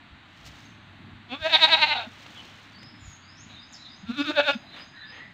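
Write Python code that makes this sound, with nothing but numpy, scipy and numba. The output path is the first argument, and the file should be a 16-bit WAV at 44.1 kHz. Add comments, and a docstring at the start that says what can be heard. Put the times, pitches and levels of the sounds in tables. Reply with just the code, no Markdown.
"""A soft outdoor rush opens the scene, in a grassy yard with trees; shaped noise and a faint sine drone.
Turf thuds and grass swishes, swells of shaped noise, come as a goat steps and noses about.
Small birds whistle in gliding sines, heard mostly as scatter from the trees.
The goat bleats twice: first with its mouth wide open, then starting from a nasal hum. Pulses and
turbulence drive its throat in about ten throbs a second, with the voice sagging and rasping between."""
import sys
import numpy as np
from scipy import signal
from scipy.fft import rfft, irfft, next_fast_len
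from scipy.io import wavfile
from scipy.ndimage import uniform_filter1d, map_coordinates
from numba import njit

SR = 44100
rng = np.random.default_rng(int(sys.argv[2]) if len(sys.argv) > 2 else 0)


def store_pcm(level_fs):
    """Save levels as 16-bit WAV."""
    pcm = np.round(np.clip(level_fs, -1, 1) * 32767).astype(np.int16)
    wavfile.write(sys.argv[1], SR, np.atleast_2d(pcm).T)


N = 235405  # length [samples]


def amp(db):
    """Decibels to an amplitude factor."""
    return 10 ** (np.asarray(db) / 20)


def unit(x):
    """x scaled to rms 1."""
    return x / np.sqrt(np.mean(x ** 2) + 1e-20)


def clock():
    """The time of every sample [s]."""
    return np.arange(N) / SR


def curves(rows):
    """One value per sample for each column after the time."""
    times, *columns = np.transpose(rows)
    times = np.maximum.accumulate(times)
    return [np.interp(clock(), times, column) for column in columns]


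def smooth(x, seconds):
    """A rounded running mean: two box averages in a row."""
    size = max(int(seconds * SR), 1)
    return uniform_filter1d(uniform_filter1d(x, size), size)


def wobble(rate):
    """A smooth random curve, rate knots a second."""
    t = np.arange(0, N + 16, 16) / SR
    knots = rng.standard_normal(int(N * rate / SR) + 4)
    return np.interp(clock(), t, map_coordinates(knots, [t * rate]))


def coloured(x, points):
    """x through a spectrum of (frequency [Hz], gain [dB]) points, joined on a log frequency axis."""
    size = next_fast_len(N + 8192)
    hz, db = np.transpose(points)
    log_bins = np.log(np.fft.rfftfreq(size, 1 / SR) + 1)
    gain = amp(np.interp(log_bins, np.log(hz), db))
    return irfft(rfft(x, size) * gain, size)[:N]


def noise(points):
    """Coloured noise of rms 1."""
    return unit(coloured(rng.standard_normal(N), points))


def swell(s, rise, fall):
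    """A bell-shaped swell that peaks at 1 at time s."""
    i = np.arange(max(int((s - 5 * rise) * SR), 0), min(int((s + 5 * fall) * SR), N))
    t = i / SR - s
    bell = np.zeros(N)
    bell[i] = np.exp(-.5 * (t / np.where(t < 0, rise, fall)) ** 2)
    return bell


@njit
def two_pole(x, tuning, damping):
    """A band-pass whose tuning and damping move sample by sample."""
    y, a, b = np.zeros(len(x)), 0., 0.
    for i in range(len(x)):
        g = tuning[i]
        band = (a + g * (x[i] - b)) / (1 + g * (g + damping[i]))
        a, b = 2 * band - a, b + 2 * g * band
        y[i] = band * damping[i]
    return y


def formant(x, hz, width):
    """One resonance, with gain 1 at its centre."""
    centre = hz * np.ones(N)
    return two_pole(x, np.tan(np.pi * centre / SR), width / centre)


def hollow(x, hz, width, depth):
    """An antiresonance: a side cavity swallows one band."""
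    return x - np.clip(depth, 0, 1) * formant(x, hz, width)


def echoes(x, t60):
    """Diffuse scatter from walls and trees: a decaying noise tail of unit energy."""
    t = np.arange(SR) / SR
    tail = rng.standard_normal(SR) * amp(-60 * t / t60) * (1 - np.exp(-t / 0.0049))
    return signal.fftconvolve(x, tail / np.linalg.norm(tail))[:N]


def between(pair, share):
    """From the first value of a pair to the second."""
    return pair[0] + share * (pair[1] - pair[0])


# spectrum of the outdoor rush: (frequency [Hz], relative level [dB])
RUSH_SPECTRUM = [(200, -4.5), (450, -12.5), (620, -9.5), (900, -1), (1800, 1), (2900, -3.5), (3900, -4),
                 (4550, -13), (5100, -26.5), (7500, -27), (9500, -40.5), (15000, -53)]
# spectrum of the low air: (frequency [Hz], relative level [dB])
MURMUR_SPECTRUM = [(22, -41), (45, -16.5), (75, -3.5), (130, -0.5), (260, -0.5), (320, -4.5), (420, -18.5),
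                   (1500, -72.5)]
# faint drone, before its wavering: (time [s], level [dB])
DRONE_LEVEL = [(0, -65), (.6, -52.5), (1.0, -52.5), (2.3, -56.5), (2.7, -59), (3.3, -56), (4.0, -66.5),
               (5.34, -60)]
RUSH_DB, MURMUR_DB = -53.5, -55  # middle levels of the outdoor air


def surroundings():
    """All around the microphone: a rush, a murmur of air and a mid band in noise, and a wavering sine drone."""
    rush = amp(RUSH_DB + 0.39 * wobble(2.3)) * noise(RUSH_SPECTRUM)
    murmur = amp(MURMUR_DB + 2.2 * wobble(5.7)) * noise(MURMUR_SPECTRUM)
    drone_hz = 100 + 5 * wobble(9.1)
    drone_level = amp(curves(DRONE_LEVEL)[0] + 2.8 * wobble(3.7))
    drone = drone_level * np.sin(2 * np.pi * np.cumsum(drone_hz) / SR)
    middle_level = amp(-66.5 + 2.5 * wobble(4.2))  # comes and goes
    middle = middle_level * noise([(400, -40.5), (600, 5), (850, 5.0), (1200, -35.5)])
    return rush + middle + murmur + drone


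# swishes of grass: (time [s], half length [s], stem level [dB], crisp blades over the stems [dB])
GRASS_SWISHES = [(0.471, 0.011, -57.5, 6.5), (0.528, .13, -55.5, -5), (2.265, 0.0023, -47, -25),
                 (2.339, 0.27, -51.5, -7.5), (2.832, 0.0025, -46, -10), (3.09, 0.064, -80, 17),
                 (3.525, 0.041, -53, -15), (3.747, 0.023, -63.5, 0), (4.79, 0.039, -44.5, -17),
                 (5.166, 0.052, -48, -29)]
# spectrum of the stems: (frequency [Hz], relative level [dB])
STEM_SPECTRUM = [(100, -17), (500, 2), (900, 1.5), (3000, 4), (4300, -2), (5500, -38), (15000, -47.5)]
# spectrum of the dry blades: (frequency [Hz], relative level [dB])
BLADE_SPECTRUM = [(1000, -25), (4000, 7.5), (6500, 3.5), (9000, -10.5), (11000, -19), (15000, -11)]
# soft thuds on the turf: (time [s], half length [s], level [dB])
TURF_THUDS = [(0.137, 0.014, -47), (0.477, 0.054, -50), (1.149, 0.012, -46), (1.428, 0.014, -45.5),
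              (3.058, 0.041, -45), (3.525, 0.015, -51), (4.08, 0.023, -50)]
# spectrum of the turf: (frequency [Hz], relative level [dB])
TURF_SPECTRUM = [(25, -11), (70, 16.5), (170, 4.5), (280, -10), (450, -40), (2000, -58.5)]


def grass(grain_db=3):
    """At ground level: stems swish, dry blades crackle in grainy noise, and the turf thuds softly."""
    stems = sum(amp(db) * swell(s, half, half) for s, half, db, _ in GRASS_SWISHES)
    blades = sum(amp(db + crisp_db) * swell(s, half, half) for s, half, db, crisp_db in GRASS_SWISHES)
    thuds = sum(amp(db) * swell(s, half, half) for s, half, db in TURF_THUDS)
    swish = stems * noise(STEM_SPECTRUM)
    crackle = blades * unit(noise(BLADE_SPECTRUM) * amp(grain_db * wobble(400)))
    return swish + crackle + thuds * noise(TURF_SPECTRUM)


# a songbird's repeated phrase, before scatter:
# (time into the phrase [s], length [s], start [Hz], end [Hz], relative level [dB])
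BIRD_PHRASE = [(0, 0.089, 3892, 4010, -49), (0.064, 0.07, 3616, 3720, -46), (0.104, .08, 4680, 5030, -52),
               (.165, .085, 6100, 6653, -61)]
# single whistles, before scatter: (time [s], length [s], start [Hz], end [Hz], relative level [dB])
BIRD_WHISTLES = [(.634, 0.082, 6400, 6240, -62), (2.35, .06, 3480, 2953, -46),
                 (2.721, 0.059, 4510, 4550, -51.5), (2.779, 0.16, 4990, 5170, -53.5),
                 (2.992, 0.19, 7150, 6560, -56.5), (3.203, 0.22, 4460, 5450, -58.5),
                 (3.37, 0.074, 5710, 6830, -54), (3.725, 0.034, 7455, 4477, -46.5),
                 (4.927, .14, 1688, 1750, -48.5), (5.107, 0.16, 1828, 1973, -46)]
PHRASE_START_S, PHRASE_EVERY_S = 3.485, .292
PHRASE_FADE_DB = 0.86  # each repeat is set a little fainter


def bird_notes(count=6):
    """The single whistles, and the phrase repeated at an even pace."""
    notes = list(BIRD_WHISTLES)
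    for k in range(count):
        start = PHRASE_START_S + k * PHRASE_EVERY_S
        for s, length, start_hz, end_hz, db in BIRD_PHRASE:
            notes.append((start + s, length, start_hz, end_hz, db - k * PHRASE_FADE_DB))
    return notes


def birds(waver=0.0095):
    """Up in the trees: thin trembling whistles, gliding sines heard mostly as scatter."""
    song, drift = np.zeros(N), 1 + waver * wobble(420)
    for s, length, start_hz, end_hz, db in bird_notes():
        i = np.arange(int(s * SR), min(int((s + length) * SR), N))
        u = np.linspace(0, 1, len(i))
        hz = (start_hz + (end_hz - start_hz) * np.sin(np.pi / 2 * u)) * drift[i]
        # no two notes are quite alike, in pitch or level
        hz = hz * (1 + .005 * rng.standard_normal())
        level = amp(db + 1.5 * rng.standard_normal())
        envelope = np.sqrt(np.abs(np.sin(np.pi * u)))
        song[i] += level * envelope * np.sin(2 * np.pi * np.cumsum(hz) / SR)
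    song *= 1 + 0.71 * wobble(560)  # a fast flutter widens each note
    # distance dulls the highest notes
    song = coloured(song, [(1800, 0.28), (4000, -0.017), (5000, -0.51), (7000, -1.5)])
    return 0.76 * song + 0.95 * echoes(song, t60=0.15) + 0.75 * echoes(song, t60=0.79)


# closed-mouth grunts at the edges of the bleats: (time [s], half length [s], pitch [Hz], rms level [dB])
NASAL_GRUNTS = [(2.076, 0.0065, 230, -40), (4.043, 0.0067, 189, -39), (4.561, 0.0067, 228, -29.5)]


def grunts():
    """With the lips shut, little more than the fundamental gets out through the nose: swelling sines."""
    total = np.zeros(N)
    for s, half, hz, db in NASAL_GRUNTS:
        tone = np.sqrt(2) * np.sin(2 * np.pi * hz * (clock() - s))
        total += amp(db) * swell(s, half, half) * tone
    return total


# courses of the wide-open bleat and of the one that starts as a nasal hum: (time [s], pitch before bends [Hz],
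# first formant as the mouth opens [Hz], level held between throbs, before catches [dB])
WIDE_COURSE = [(1.298, 220, 285, -47.5), (1.355, 283, 381, -32), (1.385, 297.5, 502, -54.5),
               (1.43, 304.3, 615, -33), (1.475, 322.1, 689.8, -29.5), (1.57, 309.5, 846.2, -29.5),
               (1.73, 317.8, 822, -24), (1.84, 298.6, 860, -28), (1.93, 294.6, 843.3, -25.5),
               (2.0, 268.6, 740, -30), (2.07, 233, 684, -46.5)]
HUM_COURSE = [(4.072, 204.7, 227, -46), (4.125, 243.7, 278, -44), (4.201, 283.7, 311, -44.5),
              (4.299, 299.1, 329.6, -27), (4.329, 296.7, 572.8, -38.5), (4.388, 286.6, 598, -45),
              (4.489, 278, 639.4, -24.5), (4.547, 282.6, 613.4, -38.5)]
EDGE_DB_PER_S = 1299  # how fast the held voice starts and stops


def course():
    """Pitch, first formant and held level; the held voice dies away outside each bleat."""
    pitch, first_hz, held_db = curves(WIDE_COURSE + HUM_COURSE)
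    t = clock()
    distances = [np.abs(t - np.clip(t, rows[0][0], rows[-1][0])) for rows in (WIDE_COURSE, HUM_COURSE)]
    outside = np.min(distances, axis=0)  # time to the nearer bleat [s]
    return pitch, first_hz, amp(held_db - EDGE_DB_PER_S * outside)


def opening(first_hz):
    """How wide the mouth is, 0-1, told from the first formant."""
    return np.clip((first_hz - 600) / 220, 0, 1)


# throbs of both bleats: (peak time [s], peak level [dB], rise [s], lead of the pitch crest [s],
# base roughness [0-1], upper formants, before brightness [dB], nasal ring, before brightness [dB])
BLEAT_THROBS = [(1.334, -32, 0.016, 0.041, .14, -10, -13.5), (1.464, -22, 0.013, 0.054, 0.19, -6.5, -11),
                (1.553, -12.5, 0.016, 0.036, 0.55, -3, 6), (1.644, -11.5, 0.017, .031, 0.18, -9, 0),
                (1.74, -13.5, 0.016, 0.03, 0.34, -4, 1.5), (1.836, -14.5, .014, 0.028, 0.17, 0.5, -7.5),
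                (1.922, -22.5, 0.014, 0.035, 0.31, 3, -5.5), (4.103, -25, 0.008, 0.026, .2, -21, -22),
                (4.21, -22.5, 0.019, .039, 0.22, -16, -15), (4.303, -26, 0.015, .043, 0.39, -19.5, -16.5),
                (4.398, -15.5, 0.019, .042, 0.57, -11.5, -12), (4.501, -19, 0.019, 0.037, 0.31, -12.5, -17)]
FALL_S, RELEASE_S, SAG_S = 0.0098, .019, 0.037  # after a throb's peak: decay, pitch lifts, pitch lowest
PRESS_S = .023  # from the pitch crest down to the pressed tone
RELEASE_LIFT = .025  # share of the pitch
CREST_LIFT, SAG_DROP = (0.11, .06), (0.00564, .15)  # shares of the pitch: (lips close, mouth wide)
CATCH_S, CATCH_DB = 0.023, 8  # the held voice catches just after a throb: delay, depth of the dip


def larynx():
    """Pitch, roughness and strength: each throb crests, settles under pressure, lets go and sags into a rasp."""
    pitch, first_hz, held = course()
    knots, push = [], np.zeros(N)
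    for s, db, rise, lead, rough, _, _ in BLEAT_THROBS:
        push += amp(db) * swell(s, rise, FALL_S)
        held = held * amp(-CATCH_DB * swell(s + CATCH_S, 0.0024, 0.005))
        wide = opening(first_hz[int((s + SAG_S) * SR)])
        crest, sag = between(CREST_LIFT, wide), -between(SAG_DROP, wide)
        # (time [s], pitch bend [share], roughness)
        knots += [
            (s - lead - .008, crest, 0.87 * rough),
            (s - lead, crest, 0.17 * rough),
            (s - lead + PRESS_S, 0, 0.11 * rough),
            (s + 0.00718, 0.51 * RELEASE_LIFT, rough),
            (s + RELEASE_S, RELEASE_LIFT, 2.5 * rough),
            (s + SAG_S - .006, .85 * sag, rough),
            (s + SAG_S + 0.0027, sag, 1.41 * rough)]
    bend, rough = curves(knots)
    rough = rough + 0.43 * swell(WIDE_COURSE[-1][0], 0.092, 0.051)  # the long bleat runs out in a rasp
    return smooth(pitch * (1 + bend), 0.0017), np.clip(rough, 0, 1), np.hypot(push, held)


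def folds(pitch, rough, jitter=0.01956, rasp=0.97, shimmer_db=2):
    """One pulse per cycle; rough folds no longer snap shut: the sharp edge gives way to turbulence."""
    phase = 2 * np.pi * np.cumsum(pitch * (1 + jitter * rough * wobble(330))) / SR
    order = 50  # harmonics in the pulse
    pulses = unit(np.sin((order + .5) * phase) / (2 * np.sin(phase / 2) + 1e-12) - .5)
    edge = coloured(pulses, [(900, -47.0), (1700, -32.5), (3000, 7.5)])
    pulses = pulses - np.clip(0.43 * rough, 0, 1) * edge
    breath = noise([(100, -13.5), (500, 4.0), (1200, -2.5), (3000, 6.0), (15000, -10.0)])
    turbulence = unit((1 + 1.75 * np.cos(phase)) * breath)
    return pulses * amp(shimmer_db * rough * wobble(290)) + rasp * rough * turbulence


def smear(x):
    """Reflections inside the throat delay some bands, which spreads each pulse over its cycle."""
    for hz, width in [(1500, 370), (2700, 460), (3900, 230)]:
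        x = x - 2 * formant(x, hz, width)
    return x


# slow drift of the throat: (time [s], second formant [Hz], nasal ring [Hz], brightness [dB],
# hiss level at full voice strength [dB])
THROAT_DRIFT = [(1.33, 883, 3480, -1.5, -51), (1.45, 1780, 3710, -1.5, -43), (1.63, 1800, 3800, 2, -37.5),
                (1.76, 1670, 3830, 0, -42), (1.86, 1600, 4020, 4, -42), (2.05, 1490, 3660, -8.5, -51),
                (4.1, 1408, 3630, -6, -48.5), (4.18, 1311, 3602, 1, -41), (4.29, 1380, 3707, 3.5, -40.5),
                (4.37, 1575, 3640, -0.5, -46), (4.55, 1474, 3650, 4.5, -41.5)]
SLACK_UPPER_DB, SLACK_RING_DB = (0, -2), (4, -2.5)  # between throbs: (lips close, mouth wide)
PRESS_RISE, PRESS_FALL_S = 1.06, 0.012  # spread of a throb's colour: before (times its rise), after the peak
BURST_S, BURST_DB = 0.039, 12  # with the lips close, letting go brightens a fully rough throb this much
SECOND_OVER_DB, SECOND_WIDE_DB = 5.5, -9.5  # second formant: over the upper ones, lips close; mouth wide


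def mouth():
    """Formant tunings and levels: each throb presses its colour onto the slack voice, brightening on release."""
    first_hz = course()[1]
    wide = opening(first_hz)
    second_hz, ring_hz, bright_db, _ = curves(THROAT_DRIFT)
    presses = [swell(s, PRESS_RISE * rise, PRESS_FALL_S) for s, _, rise, *_ in BLEAT_THROBS]
    press = np.max(presses, axis=0)
    burst = sum(rough * swell(s + BURST_S, 0.013, 0.0044) for s, _, _, _, rough, *_ in BLEAT_THROBS)
    burst_db = BURST_DB * (1 - wide) * burst
    pressed_upper_db, pressed_ring_db = curves(BLEAT_THROBS)[-2:]
    upper_db = bright_db + burst_db + between((between(SLACK_UPPER_DB, wide), pressed_upper_db), press)
    ring_db = bright_db + between((between(SLACK_RING_DB, wide), pressed_ring_db), press)
    second_db = between((upper_db + SECOND_OVER_DB, SECOND_WIDE_DB), wide)
    return first_hz, second_hz, ring_hz, second_db, upper_db, ring_db


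# upper formants: (frequency [Hz], width [Hz], relative level, lips close [dB], relative level, mouth wide [dB])
UPPER_FORMANTS = [(2042, 246, -17.5, -5.5), (2609, 278, -0.5, -2.5), (2874, 410, -6, -5.5),
                  (4150, 230, -16, -9)]
# radiation from the head: (frequency [Hz], gain [dB])
HEAD_RADIATION = [(60, -36), (250, 6), (400, -8), (600, 0.5), (4400, 2.5), (5100, -12.5), (7200, -23.5),
                  (8000, -12.5), (10000, -47.5), (12500, -43.5), (15000, -53)]
# turbulence at the teeth and nostrils: (frequency [Hz], relative level [dB])
HISS_SPECTRUM = [(2500, -37.5), (4800, -4), (7000, -9.5), (7900, -19), (10000, -29), (11200, -26.5),
                 (12500, -30.5), (15300, -21)]
HISS_GROWTH = 0.44  # dB of hiss per dB of voice
YARD_DB, YARD_T60_S = -12, .16  # the yard's short answer to the voice


def goat():
    """The folds drive the throat; the first formant climbs as the mouth opens, the nose takes over as it shuts."""
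    pitch, rough, strength = larynx()
    first_hz, second_hz, ring_hz, second_db, upper_db, ring_db = mouth()
    wide = opening(first_hz)
    shut = np.clip((560 - first_hz) / 220, 0, 1)
    source = smear(folds(pitch, rough))
    voice = formant(source, first_hz, first_hz / 7)
    voice -= amp(second_db) * formant(source, second_hz, 160)
    # a fixed resonance of the pharynx, let out by the open mouth
    voice += amp(-13.5) * (.2 + .8 * wide) * formant(source, 870, 110)
    for k, (hz, width, close_db, wide_db) in enumerate(UPPER_FORMANTS):
        level = amp(upper_db + between((close_db, wide_db), wide))
        voice += (-1) ** (k + 1) * level * formant(source, hz, width)  # signs alternate
    voice += amp(ring_db) * formant(source, ring_hz, 200)
    voice = hollow(voice, hz=2020, width=260, depth=.65 * (1 - wide))
    voice = hollow(voice, hz=970, width=500, depth=.7 * shut)
    voice = hollow(voice, hz=1102, width=440, depth=0.51 * (1 - shut))
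    voice = coloured(voice, HEAD_RADIATION)
    # level the voice, then give it the strength of the throbs
    voice *= strength / np.sqrt(np.abs(smooth(voice ** 2, 0.0037)) + 1e-12)
    # the fluttering hiss follows the airflow, which swings less than the voice
    airflow = amp(curves(THROAT_DRIFT)[-1]) * strength ** HISS_GROWTH
    voice += airflow * (1 + 0.3 * wobble(300)) * noise(HISS_SPECTRUM)
    return voice + amp(YARD_DB) * echoes(voice, t60=YARD_T60_S)


def scene():
    """The yard, the grass, the birds and the goat at one microphone."""
    return (surroundings() + grass() + birds() + grunts() + goat())[None]


def record(dry):
    """The microphone's channel keeps nothing above its band limit."""
    top_hz = 15620
    size = next_fast_len(N + 8192)
    passed = np.fft.rfftfreq(size, 1 / SR) < top_hz
    return irfft(rfft(dry, size) * passed, size)[..., :N]


dry = scene()
out = record(dry)
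store_pcm(out)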